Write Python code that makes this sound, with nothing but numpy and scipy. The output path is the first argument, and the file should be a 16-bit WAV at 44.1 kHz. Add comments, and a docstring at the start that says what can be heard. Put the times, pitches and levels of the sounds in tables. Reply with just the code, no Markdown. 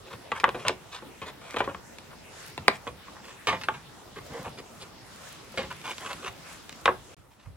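"""A pit of dry earth: a worker stacks split bamboo poles against a frame.
Poles knock, chatter and rub: impulse trains drive random-detuned pole modes and dense noise rings.
Feet and pole ends thud, trousers swish, soil ticks: shaped noise. The earth bank adds a short, dull echo.
Behind: quiet air as banded noise, a faint narrow insect buzz, low puffs of wind.
Late on, all sound drops out briefly; the air returns quieter."""
import sys
import numpy as np
from scipy import signal
from scipy.io import wavfile
from scipy.ndimage import map_coordinates

SR = 44100
rng = np.random.default_rng(int(sys.argv[2]) if len(sys.argv) > 2 else 0)


def pcm_store(signal):
    """Save signal as 16-bit PCM."""
    levels = np.round(np.clip(np.atleast_2d(signal), -1, 1) * 32767)
    wavfile.write(sys.argv[1], SR, levels.astype(np.int16).T)


N = 333395
TIME_S = np.arange(N) / SR

# pole on pole: start_s, wall_level_db, chatter_s (decay constant), tone_hz, hardness_0_to_1,
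# hollow_db (re wall level)
KNOCKS = [(.318, -28, 0.0032, 885, 0.43, -10.5), (.4, -43.5, 0.006, 980, 0.78, -7),
          (0.4362, -31.5, 0.0014, 1100, 0, -2.5), (0.4412, -17, 0.00071, 1170, 0.35, -17),
          (.48, -35.5, 0.00087, 1130, 0.3, 2), (0.491, -34.5, .001, 1070, 0.54, -2.5),
          (.546, -37.5, 0.011, 1170, 0.46, 4.5), (.651, -34, 0.0075, 1180, 0.42, -1),
          (.666, -30, .023, 980, .53, -14), (0.6827, -36, 0.0013, 1040, 0.97, -10),
          (0.694, -31.5, 0.0036, 1110, 0.42, 2.5), (1.023, -49, 0.0023, 1070, 0.25, 4.5),
          (1.217, -38, 0.013, 930, 0.52, -5), (1.508, -59, 0.0014, 965, 1, -5),
          (1.543, -38.5, 0.0021, 1145, 0.4, 1), (1.563, -38, 0.0025, 974, 0.56, -2),
          (1.568, -30.5, 0.0043, 996, 0.51, -3.5), (1.585, -39.5, 0.012, 1150, 0.73, -15),
          (1.605, -25, 0.0038, 997, 0.35, -4), (1.641, -46, 0.013, 1220, 0.67, 0),
          (1.676, -32, 0.0011, 1075, 0, -1), (1.688, -39, 0.012, 930, 0.36, 0),
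          (1.7465, -39.5, .001, 1160, 0.38, -12), (1.985, -53.5, 0.0014, 970, 0.83, -9),
          (2.578, -39, 0.0017, 1020, .62, -4), (2.6815, -18, 0.00038, 1180, 0.61, -6),
          (2.869, -40.5, 0.0028, 1020, 0.35, -0.5), (2.875, -35.5, 0.0052, 1090, 0.47, -2.5),
          (3.471, -27, 0.013, 870, 0.65, -6), (3.486, -25, 0.022, 860, 0.53, -10),
          (3.528, -30, 0.02, 1040, 0.47, -8), (3.613, -45.5, 0.0074, 1360, 0.74, -13),
          (3.636, -44.5, 0.0071, 1150, 0.78, -12), (3.686, -24, 0.0017, 860, 0.34, -11),
          (3.74, -44, 0.023, 1115, 0.57, -23), (5.542, -54.5, 0.008, 1040, 0.55, 9),
          (5.575, -31.5, 0.019, 1140, .63, 1.5), (5.607, -39.5, 0.046, 1047, 0.55, -3),
          (5.815, -61, .001, 1040, 0.91, -4), (5.982, -49.5, 0.0013, 1450, 0.81, -11),
          (6.131, -44, 0.0018, 940, 0.66, -23), (6.694, -55.5, 0.0011, 1260, .92, -2),
          (6.727, -60.5, .002, 1270, 0.94, -2), (6.8571, -22, 0.0027, 1010, 0.54, -10),
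          (6.8785, -18.5, 0.0018, 990, 0.17, -11), (6.891, -34.5, 0.0026, 1140, 0.38, 7),
          (7.459, -58.5, 0.0034, 1195, 0.35, -10)]
# poles and hands sliding: start_s, length_s, wall_level_db, hardness_0_to_1, hollow_db (re wall level)
RUBS = [(0.056, 0.037, -56.5, 0.65, 8.5), (.1, 0.058, -44.5, 0.4, -4), (.35, 0.037, -37.5, 0.36, -19),
        (0.569, 0.091, -49, 0.58, -5), (0.911, 0.081, -46.5, 0.69, -12), (1.256, 0.053, -44, 0.52, -1.5),
        (1.408, 0.16, -52.5, 0.67, -15), (2.099, 0.045, -52, .3, -4), (2.723, 0.05, -53.5, 0.8, -12),
        (3.065, 0.035, -48, 0.16, -16), (3.149, 0.066, -52, .12, -19), (3.221, .11, -54, 0.71, -4),
        (4.157, 0.034, -45, 0.46, 1), (4.292, 0.14, -46, 0.21, 4.5), (4.441, .046, -40.5, 0.22, -2),
        (4.571, .035, -48.5, 0.71, 2), (4.798, 0.047, -55.5, 0.96, 6), (5.701, 0.03, -38.5, 0.37, -15),
        (5.839, 0.096, -39, 0.59, -9), (6.0, 0.042, -43.5, 0.37, -9), (6.044, .04, -39, 0.48, -8),
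        (6.085, 0.045, -39.5, 0.48, -8), (6.222, 0.042, -42.5, .55, -1.5), (6.258, 0.038, -38, 0.56, -16),
        (7.306, 0.034, -68, 0.73, -4), (7.387, 0.057, -64.5, 0.7, -7)]
# modes of a bamboo pole, before detuning, level spread and ring factor: pitch_hz, level_db, t60_s
POLE_MODES = [(196, -15, .08), (280, -24, 0.073), (379.8, -8.5, 0.14), (454, 0, 0.049), (535.3, -1, 0.054),
              (610, -14.5, 0.0067), (816, -14, 0.029), (870, -7, 0.087), (965, -10, 0.072),
              (1075, -2.5, 0.055), (1145, -6.5, 0.062), (1290, -26, .04), (1370, -17, 0.085),
              (1492, -33, 0.025), (1826, -11, 0.049), (2090, -15.5, .035), (2212, -1, 0.028),
              (2350, -9, 0.038), (2516, -0.5, 0.038), (2720, -6.5, 0.031), (2950, -1.5, 0.015),
              (3070, -10, 0.027), (3420, -1.5, 0.02), (3756, -16.5, 0.032), (4140, -33.5, .025),
              (4100, -25, .025)]
# registers hollow, wall, clack, crack, before reach and ring factor:
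# low_hz, high_hz, dense_t60_s, snap_db (re ring, before contact_db)
POLE_REGISTERS = [(204.6, 946, 0.2, -1.5), (665, 1725, 0.078, -2.5), (1760, 3730, 0.099, 2.5),
                  (4050, 8960, 0.02, -25)]
# where the poles are handled: time_s, left_lag_ms
WORK_PLACE = [(0, -0.026), (2.68, -0.089), (2.87, 0.067), (5.5, 0.06), (6.86, 0.033)]
# feet on the soil: start_s, level_db
STEPS = [(.135, -42), (2.581, -37.5), (4.188, -42.5), (4.298, -39), (4.389, -37), (4.46, -37), (4.82, -47),
         (5.638, -38.5), (6.14, -43.5), (6.29, -53)]
# trousers brush the legs at a turn or stride: peak_s, width_s (standard deviation), level_db
SWISHES = [(2.44, 0.07, -47.5), (4.38, 0.11, -52), (5.25, 0.092, -48.5), (5.62, 0.14, -51.5),
           (6.08, 0.18, -48), (6.5, 0.052, -49), (6.74, 0.15, -56)]
# spectrum of the cloth, relative: pitch_hz, level_db_per_hz
CLOTH_SPECTRUM = [(500, -10.5), (1200, 6.5), (3500, 2.5), (7000, -1.5), (10000, -6), (15000, -17)]
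# spectrum of the open air, relative: pitch_hz, level_db_per_hz
AIR_SPECTRUM = [(20, -37), (45, -4), (80, -2.5), (130, 0.5), (220, -2.5), (420, -2.5), (700, -5.5),
                (1100, -6.5), (1600, -11.5), (3300, -13.5), (4500, -17), (7000, -18.5), (11000, -24),
                (15500, -29)]
# left-right likeness of air and cloth noise: pitch_hz, likeness_0_to_1
NOISE_LIKENESS = [(40, 0.45), (150, 0.6), (500, 0.32), (1500, 0.47), (4000, 0.068), (12000, 0.043)]
# puffs of wind: peak_s, level_db
GUSTS = [(0, -56), (1.6, -51), (6.29, -49), (6.97, -54), (7.185, -53), (7.475, -40)]

# (clack, crack) re wall level at hardness 0 and 1; for rubs the crack is a hiss
SOFT_KNOCK_DB, HARD_KNOCK_DB = (-22, -49), (11.5, 8)
SOFT_RUB_DB, HARD_RUB_DB = (-15, -28), (8, 4.5)
# ring time re the modes: soft knock with usual chatter; a loose pole rings longer, a hard contact damps
RING_FACTOR, USUAL_CHATTER_S = 1.9, .003
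LOOSE_RING_POWER, HARD_RING_SHARE = 0.22, 0.24
CATCH_DB, CATCHES_PER_S = 2.5, 160
# lower end of a pole: thud at a 0 dB knock, share of knock dB, gain per tenfold chatter
BUTT_DB, BUTT_FOLLOWS, BUTT_CHATTER_DB = -30, 0.46, 6
PAN_DB_PER_MS = -10
CLOTH_REST_DB = -67   # between moves, until the break
AIR_DB, LATE_AIR_DB = -49, -58.5   # before, after the break
GUST_RISE_S, GUST_FALL_S, BREEZE_DB = 0.0095, 0.047, -67.5
BREAK_S, BREAK_LENGTH_S = 7.146, .021   # silence
CUTOFF_HZ = 16800


def knocks(touches_per_s, rebound, flight_s, graze_share, size=2048):
    """A first touch, a short flight, then smaller touches as the poles chatter to rest."""
    out, t = np.zeros((2, N)), np.arange(size) / SR
    lead = round(.004 * SR)
    for start_s, wall_db, chatter_s, tone_hz, hardness, hollow_db in KNOCKS:
        levels_db = register_levels_db(hardness, hollow_db, SOFT_KNOCK_DB, HARD_KNOCK_DB)
        looseness = (chatter_s / USUAL_CHATTER_S) ** LOOSE_RING_POWER
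        ring_factor = RING_FACTOR * looseness * HARD_RING_SHARE ** hardness
        touches = (rng.random(size) < touches_per_s / SR) * rng.standard_normal(size)
        force = rebound * touches * np.exp(-t / chatter_s) * (1 - np.exp(-t / flight_s))
        force[0] = 1
        # the round poles graze each other just before they meet
        graze = graze_share * rng.standard_normal(lead) * np.linspace(0, 1, lead) ** 2
        force = np.concatenate([graze, force])
        parts = pole_response(ring_factor, tone_hz, levels_db[-1], contact_db=-2, tone_db=1,
                              tone_t60_s=0.038, dense_db=2.0, spread_db=1, detune=0.0356)
        add(out, start_s - lead / SR, sounded(force, parts, wall_db, levels_db, span_s=0.025))
    return out


def rubs(slips_per_s, grain_db, friction_db, size=8192):
    """Fibres catch and slip in dense uneven steps under a swelling stroke."""
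    out, t = np.zeros((2, N)), np.arange(size) / SR
    for start_s, length_s, wall_db, hardness, hollow_db in RUBS:
        levels_db = register_levels_db(hardness, hollow_db, SOFT_RUB_DB, HARD_RUB_DB)
        sizes = from_db(grain_db * rng.exponential(1, size).clip(0, 4)) * rng.choice([-1, 1], size)
        slips = (rng.random(size) < slips_per_s / SR) * sizes
        stroke = np.sin(np.pi * np.minimum(t / length_s, 1)).clip(0, 1) ** 0.4
        # roughness of the other pole makes the stroke catch and let go
        roughness = np.interp(t * CATCHES_PER_S, np.arange(size), rng.standard_normal(size))
        stroke = stroke * from_db(CATCH_DB * roughness)
        parts = pole_response(0.62, 1060, levels_db[-1] - 3.5, friction_db, tone_db=10.5,
                              tone_t60_s=0.019, dense_db=0.5, spread_db=4, detune=0.024)
        add(out, start_s, sounded(slips * stroke, parts, wall_db, levels_db, span_s=length_s))
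    return out


def pole_response(ring_factor, tone_hz, crack_db, contact_db, tone_db, tone_t60_s, dense_db,
                  spread_db, detune, size=8192):
    """One touch on a pole, per register: a snap, the modes, the dense ring of the stack it leans on."""
    t = np.arange(size) / SR
    hz, db, t60_s = np.transpose(POLE_MODES)
    # every pole is cut a little differently, and is touched at another spot
    hz = hz * (1 + detune * rng.standard_normal(len(hz)))
    gains = from_db(db + spread_db * rng.standard_normal(len(hz))) * rng.choice([-1, 1], len(hz))
    ringing = np.sin(2 * np.pi * hz[:, None] * t) * dying(t, ring_factor * t60_s[:, None])
    modes = gains @ ringing
    tone = np.cos(2 * np.pi * tone_hz * t) * dying(t, ring_factor * tone_t60_s)
    modes += from_db(tone_db) * tone
    # a softer contact excites the clack less far up
    reach = [1, 1, np.clip(1.404 * 2 ** (crack_db / 48), .7, 1.2), 1]
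    ring_likeness = [(500, .93), (1100, 0.25), (2500, 0.5), (7000, 0.47)]   # pitch_hz, likeness_0_to_1
    stack = rng.standard_normal((3, size))
    parts = []
    for k, (low_hz, high_hz, dense_t60_s, snap_db) in enumerate(POLE_REGISTERS):
        edges_hz = low_hz, high_hz * reach[k]
        alike = np.clip(at_hz(ring_likeness, np.sqrt(low_hz * high_hz)), 0, 1)
        dense = np.sqrt(alike) * stack[0] + np.sqrt(1 - alike) * stack[1:]
        dense = dense * dying(t, ring_factor * dense_t60_s)
        is_crack = k == len(POLE_REGISTERS) - 1   # above the modes: splintery noise only
        order = 2 if is_crack else 4
        ring = band(dense if is_crack else modes + from_db(dense_db) * dense, *edges_hz, order)
        snap = band(t == 0, *edges_hz, order) * rng.choice([-1, 1])   # sign depends on the spot hit
        parts.append(unit_energy(ring) + from_db(snap_db + contact_db) * unit_energy(snap))
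    return parts


def sounded(force, parts, wall_db, levels_db, span_s):
    """A force drives each register, whose energy is set by an rms level over the span."""
    hollow, clack, crack = levels_db
    gains = from_db(wall_db + np.array([hollow, 0, clack, crack])) * np.sqrt(span_s * SR)
    driven = [signal.fftconvolve(part, force[None], axes=1) for part in parts]
    return sum(gain * unit_energy(x) for gain, x in zip(gains, driven))


def register_levels_db(hardness, hollow_db, soft_db, hard_db):
    """Hollow, clack, crack re wall: the harder the contact, the more clack and crack."""
    upper_db = [soft + hardness * (hard - soft) for soft, hard in zip(soft_db, hard_db)]
    return [hollow_db, *upper_db]


def placed(x):
    """Lag and level lean the sound to the side where the poles are handled."""
    lag_ms = np.interp(TIME_S, *np.transpose(WORK_PLACE))
    pan_db = PAN_DB_PER_MS * lag_ms
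    left = map_coordinates(x[0], [np.arange(N) - lag_ms * SR / 1000], order=3)
    return np.array([left * from_db(pan_db / 2), x[1] * from_db(-pan_db / 2)])


def earth_bank(x, t60_s, delay_s, top_hz, size=22000):
    """The rough bank scatters a short, dull echo: convolution with decaying noise."""
    t = np.arange(size) / SR
    scatter = rng.standard_normal(size) + 1.27 * rng.standard_normal((2, size))
    onset = 1 - np.exp(-(t / delay_s) ** 2)
    echo = band(scatter * dying(t, t60_s) * onset, 100, top_hz, order=1)
    return signal.fftconvolve(x, unit_energy(echo), axes=1)[:, :N]


def thuds(low_hz, high_hz, rise_s, t60_s, size=12000):
    """Feet and the lower end of each knocked pole hit the soil: low, decaying puffs of noise."""
    out, t = np.zeros((2, N)), np.arange(size) / SR
    butts = []
    for start_s, wall_db, chatter_s, *_ in KNOCKS:
        chatter_db = BUTT_CHATTER_DB * np.log10(chatter_s / USUAL_CHATTER_S)
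        butts.append((start_s, BUTT_DB + BUTT_FOLLOWS * wall_db + chatter_db))
    for start_s, level_db in STEPS + butts:
        soil = rng.standard_normal(size) + 0.14 * rng.standard_normal((2, size))
        puff = band(soil * (1 - np.exp(-t / rise_s)) * dying(t, t60_s), low_hz, high_hz)
        add(out, start_s, from_db(level_db) * unit_energy(puff) * np.sqrt(0.011 * SR))
    return out


def grit(crumbs_per_s, spread_db, level_db, t60_s, size=400):
    """Crumbs of dry soil tick underfoot, as strongly as the legs move."""
    crumbs = (rng.random(N) < crumbs_per_s / SR) * from_db(spread_db * rng.exponential(1, N).clip(0, 3))
    crumbs = crumbs * leg_motion() * from_db(level_db)
    tick = band(rng.standard_normal((2, size)) * dying(np.arange(size) / SR, t60_s), 2700, 14000)
    return signal.fftconvolve(crumbs[None], unit_energy(tick), axes=1)[:, :N]


def trousers():
    """Cloth brushes the legs: flickering noise that follows their motion."""
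    return leg_motion() * band(banded_noise(CLOTH_SPECTRUM, patchy_db=2.5), 400, 13000, order=1)


def leg_motion():
    """Gain of the moves: each swells and fades like a bell curve."""
    moves = sum(from_db(db) * np.exp(-.5 * ((TIME_S - s) / width_s) ** 2) for s, width_s, db in SWISHES)
    return moves + from_db(CLOTH_REST_DB) * (TIME_S < BREAK_S)


def open_air():
    """Quiet banded noise with the insects in it; quieter from the break on."""
    gain = from_db(np.where(TIME_S < BREAK_S, AIR_DB, LATE_AIR_DB))
    return gain * (banded_noise(AIR_SPECTRUM, patchy_db=3.5) + insects(3400, 300, re_air_db=-25))


def insects(hz, width_hz, re_air_db):
    """A far, narrow buzz: band-passed noise."""
    noise = rng.standard_normal((2, N))
    return from_db(re_air_db) * rms_one(band(noise, hz - width_hz / 2, hz + width_hz / 2, order=1))


def wind(low_hz, high_hz, pan_db):
    """Low buffets, partly separate in each channel, driven by the puffs."""
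    eddies = rng.standard_normal(N) + 0.87 * rng.standard_normal((2, N))
    eddies = rms_one(band(eddies, low_hz, high_hz))
    return gust_strength() * eddies * from_db([[pan_db / 2], [-pan_db / 2]])


def gust_strength():
    """Gain of the wind: each puff rises quickly and falls back to the breeze."""
    puffs = 0
    for peak_s, level_db in GUSTS:
        away = np.maximum((peak_s - TIME_S) / GUST_RISE_S, (TIME_S - peak_s) / GUST_FALL_S)
        puffs = puffs + from_db(level_db) * np.exp(-away)
    return puffs + from_db(BREEZE_DB)


def banded_noise(spectrum, patchy_db):
    """Half-octave bands of stereo noise, each with its own flicker and likeness; rms 1."""
    edges_hz = 22 * 2 ** np.arange(0, 10, .5)
    out, white = 0, rng.standard_normal((2, 2, N))
    for k, (low_hz, high_hz) in enumerate(zip(edges_hz, edges_hz[1:])):
        mid, side = band(white[k % 2], low_hz, high_hz)
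        hz = np.sqrt(low_hz * high_hz)
        alike = np.clip(at_hz(NOISE_LIKENESS, hz), -1, 1)
        gain = from_db(at_hz(spectrum, hz) + patchy_db * drift(15))
        out = out + gain * (np.sqrt(1 + alike) * mid + np.sqrt(1 - alike) * side * [[1], [-1]])
    return rms_one(out)


def drift(points_per_s):
    """Slow chance: normal random points joined by straight lines."""
    return np.interp(TIME_S * points_per_s, np.arange(1000), rng.standard_normal(1000))


def dying(t, t60_s):
    """Amplitude that falls 60 dB in t60_s."""
    return np.exp(-np.log(1000) * t / t60_s)


def band(x, low_hz, high_hz, order=2):
    """Causal Butterworth band-pass."""
    top_hz = min(high_hz, .48 * SR)
    return signal.sosfilt(signal.butter(order, [low_hz, top_hz], "band", fs=SR, output="sos"), x + 1e-18)


def at_hz(points, hz):
    """Read a curve on a log-frequency axis."""
    points_hz, values = np.transpose(points)
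    return np.interp(np.log(hz), np.log(points_hz), values)


def from_db(db):
    """Decibels to gain."""
    return 10 ** (np.asarray(db) / 20)


def unit_energy(x):
    """Scale to a mean channel energy of one."""
    return x / np.sqrt(np.mean(np.sum(x ** 2, axis=-1)) + 1e-20)


def rms_one(x):
    """Scale to an rms of one."""
    return x / np.sqrt(np.mean(x ** 2) + 1e-20)


def add(out, start_s, sound):
    """Mix a sound in at a time."""
    i = round(start_s * SR)
    out[..., i:i + sound.shape[-1]] += sound[..., :N - i]


def scene():
    """Poles and their echo, feet, cloth, open air and wind."""
    struck = knocks(touches_per_s=2700, rebound=0.51, flight_s=0.0025, graze_share=0.022)
    rubbed = rubs(slips_per_s=4000, grain_db=4.0, friction_db=-3)
    poles = placed(struck + rubbed)
    echo = from_db(-18) * earth_bank(poles, t60_s=0.19, delay_s=0.0056, top_hz=5000)
    feet = thuds(low_hz=67.6, high_hz=201, rise_s=0.0018, t60_s=0.37)
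    feet = feet + grit(crumbs_per_s=19, spread_db=1, level_db=20.5, t60_s=0.014)
    puffs = wind(low_hz=44.7, high_hz=116, pan_db=-2.5)
    return poles + echo + feet + trousers() + open_air() + puffs


def record(dry):
    """Silence at the break, clipping at full scale, then a steep low-pass."""
    heard = (TIME_S < BREAK_S) | (TIME_S > BREAK_S + BREAK_LENGTH_S)
    low_pass = signal.cheby2(16, 60, CUTOFF_HZ, fs=SR, output="sos")
    return signal.sosfilt(low_pass, np.clip(dry * heard, -1, 1))


dry = scene()
out = record(dry)
pcm_store(out)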